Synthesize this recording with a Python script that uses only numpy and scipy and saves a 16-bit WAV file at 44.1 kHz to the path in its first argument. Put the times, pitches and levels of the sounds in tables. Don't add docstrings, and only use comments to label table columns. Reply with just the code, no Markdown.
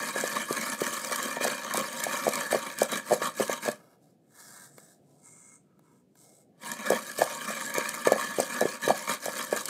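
import sys
import numpy as np
from scipy import signal
from scipy.io import wavfile
from scipy.ndimage import uniform_filter1d

SR = 44100
rng = np.random.default_rng(int(sys.argv[2]) if len(sys.argv) > 2 else 0)


def wav_out(sig):
    wavfile.write(sys.argv[1], SR, np.round(np.clip(np.atleast_2d(sig).T, -1, 1) * 32767).astype(np.int16))


N = 427324

# frequency in Hz, relative level in dB per Hz.
AIR_SPECTRUM = [(25, -5), (70, -12.5), (140, 2.5), (300, -3), (520, -10.5), (950, -31), (2800, -35.5),
                (16000, -42.5)]
# time in seconds, level in dB.
MURMUR_LEVEL = [(3.8, -63.5), (4.25, -75), (4.5, -65), (5.2, -70), (5.7, -83), (6.1, -99.5), (6.25, -63),
                (6.7, -76)]
# start in seconds, length in seconds, base level in dB, rise in dB per second,
# clay in dB above the base, hiss outside 5.9-9.5 kHz in dB above the base, pitch that sings in Hz.
SOFT_RUBS = [(3.764, 0.18, -75, 449, 7.5, 11.5, 2840), (4.028, 0.083, -75, 450, -5.5, 7, 2840),
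             (4.395, .26, -52, 222, -4, 4, 1700), (4.66, 0.15, -61.5, 455, -14, -3, 1700),
             (4.783, 0.15, -61, 601, -9, 4, 1700), (5.096, 0.18, -71, 202, -8, 3.5, 990),
             (5.257, 0.3, -52, 453, -13, -11.5, 2162), (5.678, 0.24, -93.5, 201, 16, -3, 1300),
             (5.86, 0.14, -75.5, 200, 2.5, 3.5, 990), (6.176, 0.072, -65, 900.5, -11, 4, 990),
             (6.22, 0.19, -61.5, 252.5, -14, 1.5, 2162)]
# frequency in Hz, relative level in dB per Hz.
SKIN_SPECTRUM = [(1760, -94), (3000, -16.5), (3810, -2.5), (4350, -6.5), (8520, 10), (9730, -3),
                 (12400, -4), (15100, -11), (16000, 1.5)]
# pitch in Hz, width in Hz, relative level in dB.
WALL_MODES = [(990, 73, 0.5), (1300, 69, 6), (1200, 620, -6), (1700, 166, -4.5), (2162, 72, -2.5),
              (2840, 73, -23), (3380, 82, -12.5)]
# time in seconds, level in dB.
FINGER_TAPS = [(4.782, -42), (5.793, -56.5), (6.155, -55)]
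# time in seconds, peak level in dB.
SNAP_TIMES = [(0.5276, -15.5), (1.159, -15), (1.4437, -11), (1.48, -19.5), (1.738, -16.5), (1.7723, -12.5),
              (2.0386, -14), (2.2896, -14.5), (2.3556, -13.5), (2.514, -18), (2.787, -16), (2.816, -19),
              (2.8312, -14), (2.9184, -15.5), (3.48, -21), (6.902, -13.5), (7.7408, -19), (7.783, -12.5),
              (7.8912, -16), (8.0726, -14.5), (8.121, -15), (8.212, -23), (8.402, -13.5), (8.6085, -16),
              (9.257, -14.5), (9.38, -17), (9.656, -15)]
# frequency in Hz, relative level in dB per Hz.
FIZZ_SPECTRUM = [(2710, -17.5), (4600, -6.5), (4870, -8.5), (8420, -2), (9800, -8.5), (12200, -9),
                 (14900, -16), (16000, -11.5)]
# pitch in Hz, width in Hz, relative level in dB.
PESTLE_MODES = [(148, 39, -10), (227, 47, 6), (330, 77, -4), (527, 130, 3.5), (578, 110, 7),
                (790, 110, -11)]
# pitch in Hz, width in Hz, relative level in dB.
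MORTAR_MODES = [(935, 29, 3), (1091.6, 92, 3.5), (1201, 170, 0), (1460, 170, -11.5), (1696, 99, 6.5),
                (1920, 640, -11.5), (2183, 59, -2.5), (2364, 118, -3)]
# pitch in Hz, width in Hz, relative level in dB.
RIM_MODES = [(3184, 280, 0), (3750, 240, -6.5), (3890, 170, 2), (4453, 260, -3.5), (6520, 680, -3)]
# start in seconds, length in seconds,
# scrape of wood on clay in dB and fizz of paste in dB, both before the layers are mixed.
PESTLE_STROKES = [(0.0, 0.1, -29.5, -31), (0.163, 0.277, -30, -30.5), (0.495, 0.042, -33, -30.5),
                  (0.565, 0.17, -33.5, -30.5), (0.805, 0.32, -34, -31), (1.146, 0.2, -32, -32.5),
                  (1.422, .11, -29, -30), (1.553, 0.14, -35, -38.5), (1.758, 0.12, -29.5, -31.5),
                  (1.93, 0.29, -32, -32), (2.237, 0.23, -31.5, -32), (2.521, 0.036, -29, -28.5),
                  (2.625, 0.096, -36, -37), (2.812, 0.014, -28, -27), (2.931, 0.035, -27.5, -29),
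                  (3.074, 0.013, -35, -33.5), (3.124, 0.0087, -28, -26), (3.226, 0.048, -30, -32),
                  (3.387, 0.049, -34.5, -29.5), (3.507, 0.027, -26.5, -30), (3.652, 0.018, -28, -28),
                  (6.664, 0.069, -33, -32.5), (6.803, 0.045, -37.5, -41), (6.862, 0.11, -30.5, -33),
                  (7.003, 0.13, -41, -38.5), (7.189, 0.021, -32, -26), (7.284, 0.22, -36.5, -35.5),
                  (7.482, 0.225, -33.5, -34), (7.75, 0.024, -44, -35), (7.77, 0.028, -27.5, -33.5),
                  (7.831, .19, -34.5, -34.5), (8.066, 0.13, -34.5, -35.5), (8.232, 0.1, -32, -34.5),
                  (8.382, 0.048, -31, -29), (8.498, .25, -33.5, -34), (8.839, 0.075, -33, -32),
                  (8.96, 0.093, -35.5, -33.5), (9.099, 0.028, -29, -28.5), (9.236, 0.081, -36.5, -31.5),
                  (9.375, 0.066, -32, -31), (9.518, 0.093, -35, -31.5), (9.673, .03, -36, -33.5)]
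# time in seconds, scrape in dB before mixing.
TIP_SKIDS = [(0.569, -23), (0.928, -46), (1.192, -29), (1.778, -24), (2.377, -29), (2.664, -29.5),
             (2.965, -33), (6.636, -38), (6.952, -29), (7.525, -37)]
# time in seconds, peak level of the thud in dB.
KNOCK_TIMES = [(0.1603, -19), (0.238, -16.5), (0.508, -17), (0.8171, -14.5), (1.115, -23.5),
               (1.3688, -22.5), (1.41, -20), (1.442, -25), (1.4504, -16.5), (1.4645, -19), (1.4803, -23),
               (1.7448, -21), (1.7777, -23), (2.066, -19), (2.2671, -12), (2.279, -12), (2.528, -13),
               (2.546, -11.5), (2.557, -16), (2.818, -7.5), (2.9272, -22.5), (3.1087, -16.5), (3.1169, -9),
               (3.1255, -9.5), (3.1334, -14.5), (3.143, -21), (3.2173, -20.5), (3.398, -14.5),
               (3.4056, -12.5), (3.422, -21), (3.4957, -15), (3.6593, -24), (3.679, -17), (3.6874, -16.5),
               (6.904, -8.5), (6.9198, -11.5), (6.934, -18), (7.19, -19.5), (7.2107, -19), (7.2186, -7),
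               (7.503, -26), (7.7814, -15.5), (8.0709, -6.5), (8.0899, -22), (8.1196, -5.5), (8.1604, -19),
               (8.385, -14), (8.399, -11), (8.613, -11.5), (8.623, -15), (8.629, -14.5), (8.654, -12.5),
               (8.8775, -12), (8.8964, -13), (8.9042, -6.5), (9.095, -23), (9.26, -21.5), (9.2818, -20),
               (9.527, -11.5), (9.5598, -24.5)]

KITCHEN_DB = -63
SONG_DB = 11
RUB_SAG_DB_PER_S, RUB_FALL_DB_PER_S = 9.5, 352
STROKE_RISE_DB_PER_S, STROKE_SAG_DB_PER_S, STROKE_FALL_DB_PER_S = 405.5, 4.5, 302
SKID_RISE_DB_PER_S, SKID_FALL_DB_PER_S = 3002, 350.5
SKID_FIZZ_DB = -10.5
DRIFT, DRIFT_S = 0.012, 0.046
THUD_HZ, THUD_SPREAD = 555.4, .11
EDGE_HZ = 15600


def gain_of(db):
    return 10 ** (np.asarray(db) / 20)


def evened(x):
    return x / np.sqrt(np.mean(x ** 2) + 1e-20)


def coloured(x, points):
    hz, db = np.transpose(points)
    grid = np.fft.rfftfreq(8192, 1 / SR)
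    half = np.interp(np.log(grid + 1), np.log(hz + 1), db) * np.log(10) / 20
    full = signal.hilbert(np.r_[half, half[-2:0:-1]])
    response = np.fft.ifft(np.exp(full.conj())).real[:4096]
    return signal.oaconvolve(x, response)[:len(x)]


def ring(x, modes):
    out = 0
    for k, (hz, width, db) in enumerate(modes):
        peak = signal.iirpeak(hz, hz / (1.5 * width), SR)
        rung = signal.lfilter(*peak, signal.lfilter(*peak, x))
        out = out + (-1) ** k * gain_of(db) * rung
    return out


def wander(seconds):
    window = round(seconds * SR)
    return evened(uniform_filter1d(uniform_filter1d(rng.standard_normal(N), window), window))


def friction(grains_per_s, spread_db, grit_db):
    size = gain_of(spread_db * np.minimum(rng.exponential(1, N), 4)) * rng.choice([-1., 1.], N)
    smooth = rng.standard_normal(N)
    grains = evened(size * (rng.random(N) < grains_per_s / SR))
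    return evened(smooth + gain_of(grit_db) * grains)


def patchy(x, depth_db, frames, bins):
    z = signal.stft(x, nperseg=256, noverlap=192)[2]
    field = uniform_filter1d(rng.standard_normal(z.shape[::-1]), frames, 0)
    field = uniform_filter1d(field, bins, 1)
    gain = gain_of(depth_db * evened(field)).T
    return evened(signal.istft(z * gain, nperseg=256, noverlap=192)[1][:N])


def gesture(t, start, length, db, rise, sag, fall):
    before = np.maximum(start - t, 0)
    during = np.clip(t - start, 0, length)
    after = np.maximum(t - start - length, 0)
    return db - rise * before - sag * during - fall * after


def kitchen():
    air_level = gain_of(KITCHEN_DB + 1.2 * wander(0.054))
    air = air_level * evened(coloured(rng.standard_normal(N), AIR_SPECTRUM))
    murmur = ring(rng.standard_normal(N), [(509, 210, 0.0063), (745, 120, 0.0078)])
    seconds, db = np.transpose(MURMUR_LEVEL)
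    murmur_db = np.interp(np.arange(N) / SR, seconds, db, -150, -150)
    return air + gain_of(murmur_db) * evened(murmur)


def walls(x):
    t = np.arange(SR // 2) / SR
    signs = rng.choice([-1., 1.], len(t))
    chosen = (rng.random(len(t)) < .05) * (t > .004)
    echoes = signs * chosen * gain_of(-60 * t / 0.22)
    echoes = signal.lfilter([1], [1, -.5], echoes)
    return signal.oaconvolve(x, echoes / np.linalg.norm(echoes))[:N]


def wiping():
    touch = friction(280, 1.3, -0.99)
    skin = patchy(coloured(touch, SKIN_SPECTRUM), 2.5, frames=90, bins=1)
    band = signal.butter(3, [5900, 9500], "bandpass", fs=SR, output="sos")
    core = signal.sosfiltfilt(band, skin)
    out, rub = np.zeros(N), gain_of(1.4 * wander(0.022))
    for start, length, base_db, rise, clay_db, wide_db, song_hz in SOFT_RUBS:
        at = np.arange(round((start - .2) * SR), round((start + length + .2) * SR))
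        modes = [(hz, width, db + SONG_DB * (abs(hz / song_hz - 1) < .09))
                 for hz, width, db in WALL_MODES]
        level = gain_of(gesture(at / SR, start, length, base_db, rise,
                                RUB_SAG_DB_PER_S, RUB_FALL_DB_PER_S))
        hiss = core[at] + gain_of(wide_db) * (skin - core)[at]
        clay = gain_of(clay_db) * evened(ring((touch * rub)[at], modes))
        out[at] += level * (hiss + clay)
    return out


def taps():
    out, t = np.zeros(N), np.arange(3000) / SR
    for (s, db), noise in zip(FINGER_TAPS, rng.standard_normal((len(FINGER_TAPS), len(t)))):
        tick = gain_of(db) * noise * np.exp(-t / 0.002)
        wall = gain_of(10) * ring(tick, WALL_MODES)
        pat = gain_of(13.5) * ring(tick, [(540, 660, 0)])
        out[round(s * SR):][:len(t)] += tick + wall + pat
    return out


def snaps():
    out, t = np.zeros(N + 600), np.arange(600) / SR
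    for (s, db), noise in zip(SNAP_TIMES, rng.standard_normal((len(SNAP_TIMES), 600))):
        fade = np.exp(-t / 0.00022) + 0.74 * np.exp(-t / 0.0027)
        snap = coloured(noise * fade, FIZZ_SPECTRUM)
        out[round(s * SR):][:600] += gain_of(db) * snap / abs(snap).max()
    return out[:N]


def squeaks(per_s):
    out = np.zeros(N)
    for hz, glide, cycles in rng.uniform([3000, -.12, 15], [11000, .12, 70], (24, 3)):
        u = np.linspace(0, 1, round(cycles / hz * SR))
        chirp = np.sin(np.pi * u ** 0.42) * np.sin(2 * np.pi * cycles * u * (1 + glide * u))
        at = rng.integers(0, N - len(u), round(per_s * N / SR / 24))
        for i, db in zip(at, 4 * rng.standard_normal(len(at))):
            out[i:i + len(u)] += gain_of(db) * chirp
    return evened(out)


def slips(per_s, hold_s):
    kicks = rng.exponential(1, N) * (rng.random(N) < per_s / SR)
    level = signal.lfilter([1], [1, -np.exp(-1 / (hold_s * SR))], kicks)
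    level = uniform_filter1d(level, 40)
    return evened(level - level.mean())


def drifting(x, modes):
    out, bend = 0, 1 + DRIFT * wander(DRIFT_S)
    for k, (hz, width, db) in enumerate(modes):
        own_bend = np.roll(bend, k * SR)
        turn = np.exp(2j * np.pi * hz / SR * np.cumsum(own_bend))
        r = np.exp(-1.5 * np.pi * width / SR)
        smooth = signal.lfilter([(1 - r) ** 2], [1, -2 * r, r * r], x * turn.conj())
        out = out + (-1) ** k * gain_of(db) * (turn * smooth).real
    return out


def scraping():
    t = np.arange(0, N, 32) / SR
    start, length, *levels = np.array(PESTLE_STROKES).T[:, :, None]
    shape = gain_of(gesture(t, start, length, 0,
                            STROKE_RISE_DB_PER_S, STROKE_SAG_DB_PER_S, STROKE_FALL_DB_PER_S))
    skid_s, skid_db = np.array(TIP_SKIDS).T[:, :, None]
    skids = gain_of(gesture(t, skid_s, 0, skid_db, SKID_RISE_DB_PER_S, 0, SKID_FALL_DB_PER_S))
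    out = []
    for db, share_db in zip(levels, [0, SKID_FIZZ_DB]):
        rows = np.r_[gain_of(db) * shape, gain_of(share_db) * skids]
        total = np.linalg.norm(rows, axis=0)
        out.append(np.interp(np.arange(N) / SR, t, total))
    return out


def grinding():
    scrape, fizz = scraping()
    slips_db = 2.3 * wander(0.0025) + 1.84 * slips(60, 0.017)
    contact = friction(900, 3.6, -7.0)
    wood = patchy(ring(contact * gain_of(0.92 * slips_db), PESTLE_MODES), 2.6, frames=40, bins=1)
    clay = patchy(drifting(contact * gain_of(1.24 * slips_db), MORTAR_MODES), 3.67, frames=55, bins=1)
    rim = patchy(ring(contact * gain_of(1.1 * slips_db), RIM_MODES), 4.2, frames=20, bins=2)
    paste_level = gain_of(0.9 * slips_db + 1.7 * wander(0.0026))
    paste = coloured(friction(800, 4.1, -1.8) * paste_level, FIZZ_SPECTRUM)
    paste = patchy(paste, 3.4, frames=12, bins=4)
    hard = gain_of(-9.5) * wood + gain_of(-3.0) * clay + gain_of(-12.5) * rim
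    wet = gain_of(-7.0) * paste + gain_of(-18.0) * squeaks(250)
    return scrape * hard + fizz * wet


def knocks():
    t = np.arange(900) / SR
    thuds = np.zeros(N + 900)
    blows = 1e-9 * rng.standard_normal(N + 900)
    for (s, db), chance in zip(KNOCK_TIMES, rng.standard_normal((len(KNOCK_TIMES), 901))):
        hz = THUD_HZ * (1 + THUD_SPREAD * chance[0])
        swing = np.cos(2 * np.pi * hz * (t - .0025))
        thud = (t / .001) ** 2 * np.exp(-t / 0.00082) * swing
        burst = chance[1:] * t / 0.0013 * np.exp(-t / 0.0029)
        thuds[round(s * SR):][:900] += gain_of(db) * thud / abs(thud).max()
        blows[round(s * SR):][:900] += gain_of(db) * burst
    wood = gain_of(-1.5) * ring(blows[:N], PESTLE_MODES)
    clay = gain_of(-11.5) * ring(blows[:N], MORTAR_MODES)
    return thuds[:N] + wood + clay


def scene():
    near = grinding() + wiping() + taps() + knocks() + snaps()
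    return (near + gain_of(-16.5) * walls(near) + kitchen())[None]


def record(dry):
    bass_cut = signal.butter(3, 115, "highpass", fs=SR, output="sos")
    thin = signal.sosfilt(bass_cut, dry)
    band_limit = signal.firwin(511, EDGE_HZ, window=("kaiser", 9), fs=SR)
    return signal.oaconvolve(thin, band_limit[None], "same")


dry = scene()
out = record(dry)
wav_out(out)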